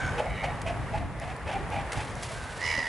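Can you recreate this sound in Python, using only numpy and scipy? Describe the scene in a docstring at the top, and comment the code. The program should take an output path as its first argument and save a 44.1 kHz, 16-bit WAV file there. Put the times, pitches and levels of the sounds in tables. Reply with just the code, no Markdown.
"""Wind turbulence, a filtered-noise town hum and traffic rumble last throughout, with tiny grip ticks.
Two gulls rattle at the start, their voices restarted by each pulse. A swan flies low over a park pond:
downstrokes swish as noise bursts and flight feathers hum as wavering tones. From 1.9 s feet and body
slap the water as noise bursts, and spray runs out as a noise of fine drops. Near the end a faint gull
and a near one call, and a hollow plop rings; trees and banks return scattered echoes of birds and water."""
import sys
import numpy as np
from scipy import signal
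from scipy.fft import rfft, irfft
from scipy.io import wavfile
from scipy.ndimage import uniform_filter1d

SR = 44100
rng = np.random.default_rng(int(sys.argv[2]) if len(sys.argv) > 2 else 0)


def generate_wav(signal):
    """Clip the signal to [-1, 1] and save it as 16-bit WAV at the path in sys.argv[1]."""
    frames = np.transpose(np.atleast_2d(signal))
    scaled = np.clip(frames, -1, 1) * 32767
    pcm = np.round(scaled).astype(np.int16)
    wavfile.write(sys.argv[1], SR, pcm)


N = 127008


def undb(db):
    """Decibel definition: amplitude ratio from a level."""
    return 10 ** (np.asarray(db, float) / 20)


def level(x, db):
    """Root-mean-square normalisation: scale x to a level."""
    return x * undb(db) / np.sqrt(np.mean(x ** 2))


def noise():
    """White noise: equal power at every frequency."""
    return rng.standard_normal(N)


def curve(table, col=1):
    """Linear interpolation: a column of a table over time."""
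    rows = np.array(table, float)
    return np.interp(np.arange(N) / SR, rows[:, 0], rows[:, col])


def colour(x, points_db):
    """Spectral shaping: apply gain points over log frequency, falling away outside them."""
    hz, db = np.array(points_db, float).T
    log_hz = np.log(np.arange(N // 2 + 1) * SR / N + 1)
    gain_db = np.interp(log_hz, np.log(hz), db)
    gain_db -= 18 * np.clip(np.log(hz[0]) - log_hz, 0, None)
    gain_db -= 18 * np.clip(log_hz - np.log(hz[-1]), 0, None)
    return irfft(rfft(x) * undb(gain_db), N)


def walk(rate):
    """Band-limited fluctuation: random levels held 1 / rate s and smoothed twice; spread near 1."""
    hold = int(SR / rate)
    steps = np.repeat(rng.standard_normal(N // hold + 1), hold)
    return 1.3 * uniform_filter1d(uniform_filter1d(steps, hold), hold)[:N]


def gate(start, length, edge, rise=None):
    """Squared-sine envelope: smooth rise and fall centred on the start and the end."""
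    t = np.arange(N) / SR
    ramp = np.minimum((t - start) / (rise or edge), (start + length - t) / edge)
    return np.sin(np.pi / 2 * np.clip(ramp + .5, 0, 1)) ** 2


def decay(start, tau):
    """Exponential damping: an abrupt onset falling with time constant tau."""
    t = np.arange(N) / SR - start
    return (t >= 0) * np.exp(-np.abs(t) / tau)


def pan(x, db):
    """Interchannel level difference: left minus right equals db."""
    return x * undb(np.array([[db], [-db]]) / 2)


def wide(points_db, side_db):
    """Partial coherence: coloured noise with an unrelated, weaker side signal."""
    mid = level(colour(noise(), points_db), 0)
    side = level(colour(noise(), points_db), 0)
    return mid + colour(side, side_db) * np.array([[1], [-1]])


# Side share of wind and rumble: frequency [Hz], side_minus_mid [dB]
WIND_SIDE = [(25, -21), (60, -13.5), (150, -6.5), (400, -7)]
# Far traffic spectrum: frequency [Hz], relative density [dB per Hz]
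RUMBLE_SPECTRUM = [(38, -14), (55, 0), (75, -2), (110, -14)]


def rumble():
    """Low-frequency propagation: far traffic arrives as steady noise below about 110 Hz."""
    return undb(-50) * wide(RUMBLE_SPECTRUM, WIND_SIDE)


# Town spectrum: frequency [Hz], relative density [dB per Hz]
TOWN_SPECTRUM = [(150, -27), (250, -7), (298, -14), (471, -6), (607, -6), (833, -6.5), (1090, -8),
                 (1140, -8), (1500, -12), (1870, -11), (2350, -17), (3050, -24.5), (4200, -31),
                 (6300, -34.5), (11000, -34), (14300, -69), (22000, -120)]
# Town side share: frequency [Hz], side_minus_mid [dB]
TOWN_SIDE = [(300, -16), (650, -21), (1500, -13.5), (4000, -4), (11000, -7.5)]
# Slow swell of the town: time_s [s], gain_db [dB]
TOWN_GAIN = [(0, 4), (.3, 1), (.7, 2.5), (1.1, -1), (1.4, -0.5), (1.9, 3.16), (2.4, -1.5), (2.88, 0.5)]
TOWN_DB = -41


def town():
    """Superposition of many far sources: a broad noise hum that swells slowly."""
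    return wide(TOWN_SPECTRUM, TOWN_SIDE) * undb(TOWN_DB + curve(TOWN_GAIN) + 1.35 * walk(9))


# Wind gusts: time_s [s], level_db [dB]
GUSTS = [(0.0, -43), (0.04, -33), (0.22, -42.5), (0.35, -32.5), (0.41, -39.5), (0.55, -35.5), (0.58, -46),
         (0.68, -33.5), (0.69, -34), (0.95, -37), (0.97, -32.5), (1.34, -39.5), (1.37, -48), (1.48, -34.5),
         (1.49, -38.5), (1.8, -33), (1.93, -42), (1.97, -32), (2.07, -42), (2.45, -41), (2.49, -43.5),
         (2.88, -43.5)]
# Wind spectrum: frequency [Hz], relative density [dB per Hz]
WIND_SPECTRUM = [(15, -45), (25, -17), (50, 0.5), (92, 0), (141, -1), (221, -12.5), (303, -13),
                 (400, -23.5), (520, -36), (880, -120)]


def wind():
    """Turbulent pressure: low-frequency noise buffets the microphone with the gusts."""
    return wide(WIND_SPECTRUM, WIND_SIDE) * undb(curve(GUSTS) + 1.5 * walk(20))


# Grip ticks: start_s [s], level_db [dB], low_part_db [dB], decay_s [s]
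GRIP_TICKS = [(.2573, -38, -10, 0.0016), (0.302, -41, -6, 0.0017), (0.5554, -43, -1.5, 0.0019),
              (.6165, -31, 0, 0.0038), (1.199, -30, -16, .0012), (1.2491, -39, -6, .001),
              (1.3648, -35.5, -9, 0.0012), (1.7025, -35, -8, .0012), (1.867, -41, -10, .0012),
              (2.049, -35, -8, .002), (2.154, -33, -8, 0.0022), (2.3411, -33, -8, .0012),
              (2.383, -36, -6, .0012)]


def ticks():
    """Impulsive contact: short damped noise with a bright and a duller part."""
    high = level(colour(noise(), [(5500, 0), (11000, 0)]), -6)
    low = level(colour(noise(), [(900, -5), (2500, 0), (4500, 0)]), -9)
    return sum(undb(db) * decay(start, tau) * (high + undb(low_db) * low)
               for start, db, low_db, tau in GRIP_TICKS)


PARK_T60_S, PARK_GAIN_DB, PARK_SIDE_DB = 0.45, -14.5, -10


def park(x):
    """Diffuse reverberation: trees and banks scatter echoes that decay exponentially."""
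    t = np.arange(int(.6 * SR)) / SR
    tail = rng.standard_normal((2, len(t))) * 10 ** (-3 * t / PARK_T60_S) * np.clip(t / 0.019, 0, 1)
    # a one-pole low-pass dulls the echoes
    echoes = signal.lfilter([1], [1, -.6], tail) / np.sqrt(np.sum(tail ** 2))
    mid, side = signal.fftconvolve(x[None], echoes)[:, :N]
    return undb(PARK_GAIN_DB) * (mid + undb(PARK_SIDE_DB) * side * np.array([[1], [-1]]))


# Gull calls, four tables alike: time_s [s], pitch_hz [Hz], relative level_db [dB],
# rattle_rate [pulses per s], throat_ring_db [dB], brightness_db of the upper rings [dB]
FIRST_CALL = [(0, 775, -43, 70, -3, 5), (.025, 775, -38, 68, -9, 0), (.06, 768, -37.5, 68, -12, -1),
              (.095, 755, -40.5, 72, -12, 0), (.108, 743, -51, 65, -6, 8), (.17, 730, -57, 59, -4, 7)]
FAR_CALL = [(.24, 1000, -57, 92.1, 2, -8), (.3, 1010, -52, 95.4, 4, -3), (.34, 1000, -50, 98, 4, -4),
            (.37, 975, -46.5, 100.9, -2, -4), (.41, 985, -44.5, 102.5, 1, -4),
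            (.45, 990, -50, 104.9, 3, -6), (.53, 980, -58, 105.2, 3, -1)]
FAINT_CALL = [(2.33, 790, -61, 75, -15, -3), (2.38, 780, -55, 75.3, -12, -3),
              (2.5, 765, -54, 75.4, -15, -1), (2.57, 750, -58, 75, -15, -3)]
NEAR_CALL = [(2.59, 900, -49, 84.34, -15, -8), (2.615, 950, -40.5, 84, -18, -10),
             (2.63, 985, -38, 83, -18, 0), (2.655, 1000, -40.5, 82, -10, 3.5),
             (2.675, 1000, -40, 80.9, 1.5, 3), (2.71, 985, -38, 80.8, 1, 2), (2.74, 980, -37.5, 79, -4, 0),
             (2.76, 990, -37.5, 79, -10, -1), (2.79, 995, -35.5, 79, -16, -2),
             (2.82, 960, -38.5, 77.7, -16, -5), (2.88, 945, -38, 75.3, -20, -6)]
# Voice of each gull: rings as (multiple of the pitch, relative level [dB]), left_minus_right [dB],
# hoarseness_db midway between the second and third ring [dB], its climb per ring [dB], pulse sharpness
GULL_VOICES = [([(1, -13.5), (2, 2), (3, -14), (4.1, -18), (4.7, -21), (7.2, -26), (8.5, -22), (9.4, -25),
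               (11, -29)], -0.8, -7, 2.6, .7), ([(2, 2), (2.97, -1), (3.85, -9), (6.3, -20)],
               -.6, -7, 1.5, 2.4), ([(1, -2), (2, 6), (3, -14), (4, -22)], -1.8, -7, 1.4, .9), ([(.97, -8),
               (1.99, 3.5), (2.93, -10.5), (4.08, -17), (4.6, -20), (5.15, -9.5), (5.42, -16), (6.05, -16),
               (7.05, -22.5)], -4.5, -7.5, 1.1, 1.3)]
# Air noise in the voice: frequency [Hz], relative density [dB per Hz]
RASP_SPECTRUM = [(900, -1), (3000, 1), (6000, -9), (9000, -14.5)]
RATTLE_JITTER, RATTLE_FLOOR_DB, THROAT_LAG_TURNS = .012, -16.5, .25
HOARSE_RATE_HZ, THROAT_HZ, RASP_DB = 699.4, 2222, -6


def gull(call, rings, pan_db, hoarse_db, climb_db, sharpness):
    """Pulsed excitation: each pulse restarts voice and throat rings, blurred by noise."""
    rate = curve(call, 3) * (1 + RATTLE_JITTER * walk(60))
    turn = np.cumsum(rate) / SR  # pulses elapsed

    def pulses(lag):
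        """Amplitude modulation: one swell per turn above a floor."""
        return undb(RATTLE_FLOOR_DB) + np.abs(np.sin(np.pi * (turn - lag))) ** sharpness

    since_pulse_s = ((turn - THROAT_LAG_TURNS) % 1) / rate
    throat = undb(curve(call, 4)) * np.sin(2 * np.pi * THROAT_HZ * since_pulse_s)
    throat = throat * (1 + 0.53 * walk(HOARSE_RATE_HZ))

    phase = 2 * np.pi * np.cumsum(curve(call) * (1 + 0.006 * walk(150))) / SR
    pulse_starts = np.diff(np.floor(turn), prepend=0) > 0
    phase = phase - np.maximum.accumulate(phase * pulse_starts)

    voice = level(colour(noise(), RASP_SPECTRUM), RASP_DB + hoarse_db + 3 * (2 - climb_db))
    bright = undb(curve(call, 5))
    for k, (multiple, db) in enumerate(rings):
        hoarse = undb(hoarse_db + climb_db * (k - 1.5))
        sine, cosine = np.sin(multiple * phase), np.cos(multiple * phase)
        blur = walk(HOARSE_RATE_HZ) * sine + walk(HOARSE_RATE_HZ) * cosine
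        ring = (sine + hoarse * blur) / np.hypot(1, hoarse)
        voice = voice + undb(db) * (bright if multiple > 2.5 else 1) * ring

    start, end = call[0][0], call[-1][0]
    envelope = 2 * undb(curve(call, 2) + 1.2 * walk(80)) * gate(start, end - start + .02, 0.0085)
    return pan(envelope * (pulses(0) * voice + pulses(THROAT_LAG_TURNS) * throat), pan_db)


def gulls():
    """Superposition: four calls add, each with its own voice."""
    calls = [FIRST_CALL, FAR_CALL, FAINT_CALL, NEAR_CALL]
    return sum(gull(call, *voice) for call, voice in zip(calls, GULL_VOICES))


# Slaps on the water: start_s [s], relative level_db [dB], decay_s [s]
WATER_SLAPS = [(1.9203, -27, 0.006), (1.931, -27, 0.004), (2.226, -31, .004), (2.2313, -31, .018)]
# Slap spectrum: frequency [Hz], relative density [dB per Hz]
SLAP_SPECTRUM = [(500, -4), (2000, 6), (4500, -2), (8000, -1.5), (11000, -2.5)]
RING_HZ, RING_DB, RING_T60_S = 2000, -2, .03  # cavity ring, level relative to the first slap


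def slaps():
    """Impact radiation: feet and body make noise bursts; the first opens a ringing cavity."""
    bursts = sum(undb(db) * decay(start, tau) for start, db, tau in WATER_SLAPS)
    bursts = bursts * level(colour(noise(), SLAP_SPECTRUM), -4)
    start, db, _ = WATER_SLAPS[0]
    ring = np.sin(2 * np.pi * RING_HZ * np.arange(N) / SR) * decay(start, RING_T60_S / np.log(1000))
    return bursts + undb(db + RING_DB) * ring


# Spray course: time_s [s], relative level_db [dB]
SPRAY_LEVEL = [(1.9, -43), (1.96, -50), (2.02, -48), (2.1, -51.5), (2.19, -54), (2.215, -53.5),
               (2.26, -45.5), (2.35, -49.5), (2.42, -51), (2.55, -49), (2.64, -46), (2.75, -50.5),
               (2.88, -53)]
# Spray spectrum: frequency [Hz], relative density [dB per Hz]
SPRAY_SPECTRUM = [(300, -19), (1000, 0.5), (2500, 1), (5000, -4.5), (11000, -8)]
DROPS_PER_S, DROP_SCATTER_DB = 2200, 2.5


def spray():
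    """Poisson-like process: random drop impulses of scattered strength over fine noise."""
    hits = rng.random(N) < DROPS_PER_S / SR
    drops = hits * undb(DROP_SCATTER_DB * rng.exponential(size=N)) * noise()
    hiss = level(colour(level(drops, -6.5) + noise(), SPRAY_SPECTRUM), 2.7)
    envelope = undb(curve(SPRAY_LEVEL) + 1.8 * walk(30) + 1.7 * walk(120))
    return hiss * envelope * gate(SPRAY_LEVEL[0][0] + 0.027, 2, .02)


# Modes of the plop: frequency [Hz], relative level_db [dB], t60_s [s]
HOLLOW_MODES = [(264, 0, 0.043), (562, 0, 0.045)]
PLOP_S, PLOP_DB = 2.782, -28


def plop():
    """Modal resonance: a hollow plop is a sum of damped sines."""
    t = np.arange(N) / SR - PLOP_S
    modes = sum(undb(db) * np.sin(2 * np.pi * hz * t) * decay(PLOP_S, t60 / np.log(1000))
                for hz, db, t60 in HOLLOW_MODES)
    return undb(PLOP_DB) * modes


# Downstroke swishes: start_s [s], length_s [s], relative level_db [dB]
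DOWNSTROKES = [(0.177, 0.033, -38.5), (.434, .021, -35.5), (0.663, 0.021, -38), (0.679, 0.027, -45.5),
               (0.935, .032, -45), (.972, .016, -45.5), (1.211, 0.04, -45), (1.27, .055, -48),
               (1.467, 0.11, -41.5), (1.718, 0.095, -42), (1.955, 0.064, -41.5)]
# Swish spectrum: frequency [Hz], relative density [dB per Hz]
SWISH_SPECTRUM = [(700, -18), (1500, 3), (2600, 4), (4000, -9.5), (7000, -16.5), (11000, -18.5)]
SWISH_TAIL_S, SWISH_TAIL_DB = 0.049, -8.5  # decay time constant, level relative to the stroke


def swishes():
    """Aerodynamic noise: each downstroke is a noise burst with a decaying tail."""
    envelope = 0
    for start, length, db in DOWNSTROKES:
        tail = undb(SWISH_TAIL_DB) * decay(start + length, SWISH_TAIL_S)
        envelope = envelope + undb(db) * (gate(start, length, 0.35 * length) + tail)
    return envelope * undb(2.3 * walk(300)) * level(colour(noise(), SWISH_SPECTRUM), 0)


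# Feather hums: start_s [s], length_s [s], pitch_hz [Hz], end_pitch_hz [Hz], relative level_db [dB]
FEATHER_HUMS = [(0, 0.051, 702, 665, -40), (0.171, 0.057, 491, 495, -33), (0.182, 0.028, 861, 839, -31),
                (0.197, 0.034, 604, 587, -31.5), (0.238, .03, 603, 662, -34),
                (0.256, 0.031, 720, 716, -30.5), (0.429, 0.027, 622.7, 617, -32.5),
                (.43, 0.025, 759.5, 805, -29), (0.466, 0.062, 680, 797, -35), (0.661, 0.062, 660, 701, -33),
                (.74, .06, 700, 760, -42), (0.928, .03, 687, 655, -35), (.94, 0.028, 840, 819, -31.5),
                (.972, .018, 820, 800, -39), (1.0, .04, 690, 700, -41), (1.214, 0.034, 680, 680, -38),
                (1.55, .06, 420, 380, -42), (1.25, 0.075, 710, 745, -39.5),
                (1.466, 0.058, 860.5, 794, -37.5), (1.47, 0.051, 560, 681, -35),
                (1.531, 0.051, 770, 798, -33), (1.717, 0.09, 837.7, 806.5, -34),
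                (1.738, 0.054, 699, 659, -37), (1.964, 0.041, 850, 851, -37.5),
                (2.158, 0.021, 620, 740, -39.5), (2.308, 0.018, 680, 680, -40)]
AIR_DB, AIR_RATE_HZ, FLUTTER_DB, PITCH_WOBBLE = -4, 330, 1.5, 0.018
THIRD_HARMONIC_DB, RISE_SHARE, FALL_SHARE = -14, .3, 0.47  # shares of the hum length


def feather_hums():
    """Aeroelastic flutter: feathers hum at a wavering pitch with narrow-band air noise round it."""
    out, t = 0, np.arange(N) / SR
    wobble, flutter = walk(90), undb(FLUTTER_DB * walk(110))
    air = level(walk(AIR_RATE_HZ), AIR_DB)
    other_air = np.roll(air, N // 2)
    for start, length, hz, end_hz, db in FEATHER_HUMS:
        pitch = np.interp(t, [start, start + length], [hz, end_hz]) * (1 + PITCH_WOBBLE * wobble)
        phase = 2 * np.pi * np.cumsum(pitch) / SR
        tone = flutter * (np.sin(phase) + undb(THIRD_HARMONIC_DB) * np.sin(3 * phase))
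        breath = air * np.cos(phase) + other_air * np.sin(phase)
        envelope = gate(start, length, FALL_SHARE * length, RISE_SHARE * length)
        out = out + undb(db) * envelope * (tone + breath)
    return out


def scene():
    """Linear superposition: near sources and their echoes add to the background."""
    wings = pan(feather_hums() + swishes(), -0.44)
    water = pan(slaps() + spray() + plop(), -0.81)
    near = wings + water + gulls()
    background = rumble() + town() + wind() + pan(ticks(), -.3)
    return near + park(near.mean(0)) + background


def record(dry):
    """Band limitation: a steep elliptic low-pass at 11120 Hz stands for the hand-held camera."""
    return signal.sosfilt(signal.ellip(10, .3, 60, 11120, fs=SR, output="sos"), dry)


dry = scene()
out = record(dry)
generate_wav(out)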